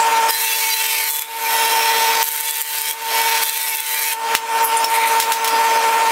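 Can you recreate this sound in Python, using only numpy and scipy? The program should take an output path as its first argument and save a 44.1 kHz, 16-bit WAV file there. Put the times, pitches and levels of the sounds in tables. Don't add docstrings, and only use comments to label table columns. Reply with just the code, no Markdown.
import sys
import numpy as np
from scipy import signal
from scipy.fft import rfft, irfft
from scipy.io import wavfile
from scipy.ndimage import uniform_filter1d

SR = 44100
rng = np.random.default_rng(int(sys.argv[2]) if len(sys.argv) > 2 else 0)


def inscribe(sig):
    pcm = np.round(np.clip(np.atleast_2d(sig).T, -1, 1) * 32767)
    wavfile.write(sys.argv[1], SR, pcm.astype(np.int16))


N = 269451


def amp(db):
    return 10 ** (np.asarray(db) / 20)


def evened(x):
    return x / np.sqrt(np.mean(x ** 2) + 1e-20)


def wander(count, size):
    return evened(uniform_filter1d(rng.standard_normal(count), size=size))


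def curve(rows, outside=None):
    s, *columns = np.transpose(rows)
    t = np.arange(N) / SR
    return [np.interp(t, s, column, outside, outside) for column in columns]


def lift(hz, modes):
    return sum(up_db / (1 + (2 * (hz - mode_hz) / width_hz) ** 2) for mode_hz, width_hz, up_db in modes)


def coloured(x, points, patch_db, size, modes=()):
    hz, _, z = signal.stft(x, SR, nperseg=1024, noverlap=768)
    f, db = np.transpose(points)
    shape_db = np.interp(np.log(hz + 1), np.log(f), db) + lift(hz, modes)
    patches = uniform_filter1d(rng.standard_normal(z.shape), size[0], axis=0)
    patches = evened(uniform_filter1d(patches, size[1], axis=1))
    z = z * amp(shape_db[:, None] + patch_db * patches)
    return evened(signal.istft(z, SR, nperseg=1024, noverlap=768)[1][:N])


def band(x, lo_hz, hi_hz):
    return signal.sosfilt(signal.butter(2, [lo_hz, hi_hz], "band", fs=SR, output="sos"), x)


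def add(mix, s, sound):
    part = mix[round(s * SR):][:len(sound)]
    part += sound[:len(part)]


def stretch(s, length_s):
    return slice(round(s * SR), round((s + length_s) * SR))


# t/s, f/Hz
WHINE_HZ = [(0, 907.99), (0.28, 904.73), (0.4, 896.85), (0.75, 890.77), (1.1, 893.39), (1.32, 905.24),
            (2.2, 904.52), (2.3, 897.79), (2.5, 897.28), (2.78, 891.28), (3.02, 906.3), (3.4, 904.13),
            (3.5, 896.63), (3.82, 892.04), (4.1, 896.45), (4.2, 907.25), (4.4, 906.2), (6.11, 906.31)]
BELT_TURNS, BELT_WOBBLE_TURNS = 9.225, .0165
HEAD_START_TURNS, BELT_START_LAPS = .44, -.18


def head():
    turns = np.cumsum(curve(WHINE_HZ)[0]) / (6 * SR)
    lap = 2 * np.pi * (turns / BELT_TURNS + BELT_START_LAPS)
    return HEAD_START_TURNS + turns + BELT_WOBBLE_TURNS * np.sin(lap), lap


# multiple of head speed, level/dB re WHINE_DB
HEAD_ORDERS = [(1, -44), (2, -32), (3, -13), (4, -27.5), (5, -22), (6, 1.5), (7, -34), (8, -26.5), (9, -13),
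               (10, -18.5), (11, -23.5), (12, -15), (13, -33.5), (14, -20.5), (15, -18), (16, -19),
               (17, -20), (18, -19.5), (19, -24.5), (20, -31), (21, -20), (22, -59), (23, -28), (24, -43.5)]
ORDER_THROBS = {3: 0.15, 6: 0.17, 7: 0.37, 9: -0.46}
# f/Hz, level/dB re WHINE_DB
MOTOR_TONES = [(129, -46.5), (242, -36.5), (592, -20.5), (829, -21.5), (1001, -18.5), (1072, -21),
               (1184, -26)]
# f/Hz, relative level/dB per Hz
AIR_SPECTRUM = [(90, -65.5), (150, -38), (300, -24.5), (400, -22), (520, -15), (800, -13.5), (1000, -10),
                (1300, -14), (2300, -15), (3400, -19), (8300, -23), (15500, -28.5)]
WHINE_DB = -15
COVER_DB = -0.5


def idle(turns, lap):
    partials = [(k * turns, db, ORDER_THROBS.get(k, 0)) for k, db in HEAD_ORDERS]
    partials += [(hz * np.arange(N) / SR, db, 0) for hz, db in MOTOR_TONES]
    tones = np.zeros(N)
    for cycles, db, depth in partials:
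        waver = 1 + depth * np.cos(lap) + 0.19 * wander(N, 1500)
        tones += amp(db) * waver * np.sqrt(2) * np.cos(2 * np.pi * (cycles + rng.random()))
    chop = 1 + 0.05 * np.cos(2 * np.pi * turns)
    roar = coloured(chop * rng.standard_normal(N), AIR_SPECTRUM, patch_db=2.5, size=(10, 12))
    covered = curve([(FEED_ROWS[0][0], 1), (FEED_END_S, 1)], 0)[0]
    covered = uniform_filter1d(covered, size=2000)
    return amp(WHINE_DB) * (tones + amp(-3.5 + COVER_DB * covered) * roar)


# t/s, level/dB, f/Hz, second f/Hz, rise/s, t60/s
SQUEAK_ROWS = [(.002, -17.5, 7860, 7370, 0.0013, 0.17), (4.626, -23, 14500, 13500, 0.0054, 0.034),
               (4.635, -12.5, 12300, 11030, 0.016, 0.16), (4.769, -14, 9705, 8870, 0.00136, 0.12),
               (4.772, -18.5, 7540, 7240, .002, 0.063), (4.842, -15, 5450, 5450, 0.003, 0.109)]


def squeaks():
    out, t = np.zeros(N), np.arange(9000) / SR
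    for s, db, pitch_hz, second_hz, rise_s, t60_s in SQUEAK_ROWS:
        noise = rng.standard_normal(len(t))
        pair = sum(evened(band(noise, .97 * f, 1.03 * f)) for f in (pitch_hz, second_hz))
        scuff = .5 * evened(band(noise, .7 * second_hz, min(1.3 * pitch_hz, 16000)))
        swell = np.where(t < rise_s, t / rise_s, amp(-60 * (t - rise_s) / t60_s))
        add(out, s, amp(db) * (pair + scuff) * swell)
    return out


# t/s, length/s, multiple of head speed, level/dB
SING_ROWS = [(0.293, 0.078, 12, -15), (0.304, 0.1, 27, -12.5), (0.282, 0.093, 33, -17),
             (0.278, .06, 36, -20), (0.427, .12, 41, -19.5), (0.475, 0.12, 32, -18), (.8, 0.21, 18, -14.5),
             (0.387, 0.21, 18, -13), (0.43, 0.2, 23, -14.5), (0.583, 0.158, 15, -9.5),
             (0.611, 0.057, 18, -14.5), (0.643, 0.1, 41, -18), (0.694, 0.048, 32, -8),
             (0.752, 0.098, 23, -16), (0.888, 0.2, 32, -18), (0.895, 0.12, 15, -18),
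             (0.975, 0.175, 29, -18), (1.055, 0.23, 23, -11), (1.452, 0.029, 16, -17),
             (2.38, 0.324, 32, -20), (2.41, 0.172, 23, -12), (2.542, 0.057, 18, -17),
             (3.077, 0.36, 15, -22.5), (3.402, 0.19, 23, -12), (3.704, 0.0454, 15, -11),
             (3.706, 0.0616, 18, -11), (3.754, 0.087, 23, -11.5), (4.0, 0.12, 15, -16),
             (4.04, 0.096, 17, -15)]


def sings(turns):
    out = np.zeros(N)
    for s, length_s, k, db in SING_ROWS:
        span = stretch(s, length_s)
        flutter = 1 + .2 * wander(len(turns[span]), 300)
        swell = flutter * signal.windows.tukey(len(flutter), .6)
        out[span] += amp(db) * np.sqrt(2) * swell * np.cos(2 * np.pi * k * turns[span])
    return out


# t/s, ring level/dB at start, at end, spray level/dB at start, at end, share of the proud knife/0-1
FEED_ROWS = [(.285, -8, -3, -6, -4.5, 0.39), (1.08, -9, -7.5, 1.5, -3.5, 0.7),
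             (1.223, -16, -14.5, -17, -25, 0.64), (2.218, -7, -4.5, -2.5, -4, 0.63),
             (2.915, -16.5, -11.5, -20.5, -17.5, 0.73), (3.415, -4.5, -6, -2, -6, 0.56)]
FEED_END_S, BITE_S, EASE_S = 4.135, 0.022, 0.0413


def feed():
    rows = [(FEED_ROWS[0][0], -24, -24, FEED_ROWS[0][-1])]
    ends = [row[0] for row in FEED_ROWS[1:]] + [FEED_END_S]
    for (s, ring_db, ring_end_db, spray_db, spray_end_db, proud), end in zip(FEED_ROWS, ends):
        change_s = BITE_S if spray_db > rows[-1][2] else EASE_S
        rows += [(s + change_s, ring_db, spray_db, proud), (end, ring_end_db, spray_end_db, proud)]
    return curve(rows + [(FEED_END_S + BITE_S, -45, -45, proud)], -90)


def knife_passes(turns):
    passes = np.floor(3 * turns)
    at = np.flatnonzero(np.diff(passes)) + 1
    return at, passes[at] % 3 == 0


def ticks_and_chips(ticks, proud):
    t = np.arange(300) / SR
    chips = signal.oaconvolve(ticks, amp(-60 * t / 0.0074))[:N] * rng.standard_normal(N)
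    steady = np.sqrt(uniform_filter1d(ticks ** 2, size=2000) + 1e-9)
    crack = signal.chirp(t[:24], 15000, t[23], 5000) * np.hanning(24)
    cracks = signal.oaconvolve(ticks, crack / np.linalg.norm(crack))[:N]
    even = 1.4 - proud
    spray = (0.95 * cracks + 0.64 * chips) / steady + even * rng.standard_normal(N)
    return spray / np.sqrt(1 + even ** 2)


# t/s, length/s, f/Hz, width/Hz, level/dB
SCREECH_ROWS = [(1.4, .84, 5380, 200, -28), (3.05, .4, 5380, 260, -28), (1.36, .2, 11800, 1200, -26),
                (1.5, .22, 10700, 1000, -27), (3.1, .3, 11200, 1200, -29)]


def screeches(excitation):
    out = np.zeros(N)
    for s, length_s, hz, width_hz, db in SCREECH_ROWS:
        span = stretch(s, length_s)
        rung = evened(band(excitation[span], hz - width_hz / 2, hz + width_hz / 2))
        out[span] += amp(db) * rung * signal.windows.tukey(len(rung), .4)
    return out


# f/Hz, relative level/dB per Hz
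BOARD_SPECTRUM = [(600, -29), (1100, -9), (1500, -2.5), (2100, 0), (3300, -3), (5500, -5.5), (9000, -10.5),
                  (12000, -10)]
# f/Hz, relative level/dB per Hz
SPRAY_SPECTRUM = [(2400, -44), (4000, -31), (6000, -6.5), (9000, 0), (10500, -3), (12800, 4), (14500, -4.5),
                  (16000, -2.5)]
# f/Hz, width/Hz, level/dB
BLOW_MODES = [(2180, 240, 2.5), (2725, 500, 2.5), (3354, 40, 13), (3867, 140, 5), (4610, 230, 2),
              (5460, 183, 5.5)]


def cut(turns):
    ring_db, spray_db, proud = feed()
    proud = np.clip(proud, 0, 1)
    at, first = knife_passes(turns)
    luck = rng.standard_normal((len(at), 2))
    blows, ticks = np.zeros((2, N))
    blows[at] = np.where(first, 1, .2) * amp(2 * luck[:, 0])
    ticks[at] = np.where(first, 1, 1 - proud[at]) * amp(2 * luck[:, 1])
    spray = ticks_and_chips(ticks, proud)
    spread = irfft(np.exp(2j * np.pi * rng.random(129)))
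    rattle = evened(signal.oaconvolve(blows, spread)[:N]) + .45 * rng.standard_normal(N)
    ring = coloured(rattle, BOARD_SPECTRUM, patch_db=3.5, size=(3, 20), modes=BLOW_MODES)
    hiss = coloured(spray, SPRAY_SPECTRUM, patch_db=1.2, size=(12, 30))
    return amp(ring_db) * ring + amp(spray_db) * hiss + screeches(rattle + spray)


# t/s, level/dB
SNAP_ROWS = [(.745, 8), (.944, 2.5), (1.092, 11), (1.193, 18), (1.22, 10), (2.227, 13), (2.241, 14.5),
             (2.254, 11), (2.288, 15), (2.361, 13), (2.408, 19), (2.495, 11), (2.508, 17), (2.569, 15),
             (2.615, 21), (2.621, 23), (2.817, 17.5), (2.911, 7), (3.429, 5), (3.496, 18), (3.576, 16),
             (3.617, 16.5), (3.697, 15.5), (3.757, 11), (3.771, 18.5), (3.805, 17.5), (3.905, 12),
             (4.127, 8)]


def snaps(turns):
    out, t = np.zeros(N), np.arange(300) / SR
    at, first = knife_passes(turns)
    proud_at = at[first]
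    for s, db in SNAP_ROWS:
        nearest = proud_at[np.argmin(abs(proud_at - s * SR))]
        snap = band(rng.standard_normal(len(t)) * amp(-60 * t / .002), 9000, 15700)
        add(out, nearest / SR, amp(db) * 2 * snap / np.linalg.norm(snap))
    return out


# t/s, level/dB, tilt/dB per octave, t60/s, clack level/dB
KNOCK_ROWS = [(4.3505, 3, -2, 0.108, 8.5), (4.842, -11.5, 1, 0.15, -14), (5.2, -5, 0, 0.21, -6),
              (5.222, -8.5, -3.5, 0.084, -14), (5.32, -5, -.5, 0.185, -8), (5.444, -11, -1, 0.12, -15),
              (5.475, -11.5, -0.5, 0.135, -20.5)]
# f/Hz, level/dB, t60/s
CLACK_MODES = [(1950, -3, .008), (2800, -3, .007)]


def knocks():
    out, t = np.zeros(N), np.arange(9000) / SR
    hz = np.fft.rfftfreq(len(t), 1 / SR) + 1
    clack = sum(amp(db - 60 * t / t60_s) * np.sin(2 * np.pi * f * t) for f, db, t60_s in CLACK_MODES)
    for s, db, tilt_db, t60_s, clack_db in KNOCK_ROWS:
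        colour = amp(tilt_db * np.log2(hz / 4000) + lift(hz, BLOW_MODES))
        colour = colour / np.sqrt(1 + (1400 / hz) ** 8)
        noise = evened(irfft(rfft(rng.standard_normal(len(t))) * colour))
        fade = (amp(-60 * t / t60_s) + .3 * amp(-60 * t / .15)) * np.minimum(t / .001, 1)
        add(out, s, amp(db) * noise * fade + amp(clack_db) * clack)
    return out


# t/s, low rasp level/dB, high hiss level/dB
DRAG_ROWS = [(4.88, -27, -24), (4.948, -15, -17.5), (4.974, -21, -22), (5.05, -15, -28),
             (5.066, -17.5, -17.5), (5.194, -36.5, -34), (5.2, -30, -18.5)]
# f/Hz, width/Hz, level/dB
RASP_BANDS = [(2150, 500, 0), (3900, 600, -8)]


def drag():
    rasp_db, hiss_db = curve(DRAG_ROWS, -90)
    grit = rng.standard_normal(N) * (1 + 0.28 * wander(N, 300))
    rasp = sum(amp(db) * evened(band(grit, f - width_hz / 2, f + width_hz / 2)) for f, width_hz, db in RASP_BANDS)
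    hiss = evened(band(grit, 8000, 14000)) + .25 * evened(band(grit, 8800, 9700))
    return amp(rasp_db) * rasp + amp(hiss_db) * hiss


def shed(x):
    at = np.arange(200, 12000, 20) + rng.integers(0, 20, 590)
    taps = np.zeros(12100)
    taps[at] = rng.choice([-1., 1.], len(at)) * amp(-60 * at / SR / 0.12)
    return signal.oaconvolve(x, taps / np.linalg.norm(taps))[:N]


def scene():
    turns, lap = head()
    cutting = cut(turns) + sings(turns) + snaps(turns)
    moving = squeaks() + knocks() + drag()
    echoes = shed(amp(-9) * cutting + amp(-16) * moving)
    return (idle(turns, lap) + cutting + moving + echoes)[None]


def settle(x, seconds):
    keep = np.exp(-1 / (seconds * SR))
    return signal.lfilter([1 - keep], [1, -keep], x)


CEILING_DB, HEAR_S, CLAMP_S, RECOVER_DB_PER_S = -15, 0.00057, 0.0015, 67
CORNER_HZ, DEAF_SHARE = 2300, 0.39
EDGE_HZ = 15750


def record(dry):
    thin = signal.sosfilt(signal.butter(4, 110, "high", fs=SR, output="sos"), dry)
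    heard = thin - DEAF_SHARE * signal.lfilter(*signal.butter(1, CORNER_HZ, fs=SR), thin)
    level_db = 10 * np.log10(settle(heard ** 2, HEAR_S) + 1e-18)
    fall_db = np.arange(N) * RECOVER_DB_PER_S / SR
    held_db = np.maximum.accumulate(level_db + fall_db, axis=1) - fall_db
    duck_db = settle(np.maximum(held_db - CEILING_DB, 0), CLAMP_S)
    clipped = np.clip(thin / amp(duck_db), -1, 1)
    cut_low = signal.sosfilt(signal.butter(2, 90, "high", fs=SR, output="sos"), clipped)
    edge = signal.firwin(511, EDGE_HZ, window=("kaiser", 9), fs=SR)
    return signal.oaconvolve(cut_low, edge[None], "same")


dry = scene()
out = record(dry)
inscribe(out)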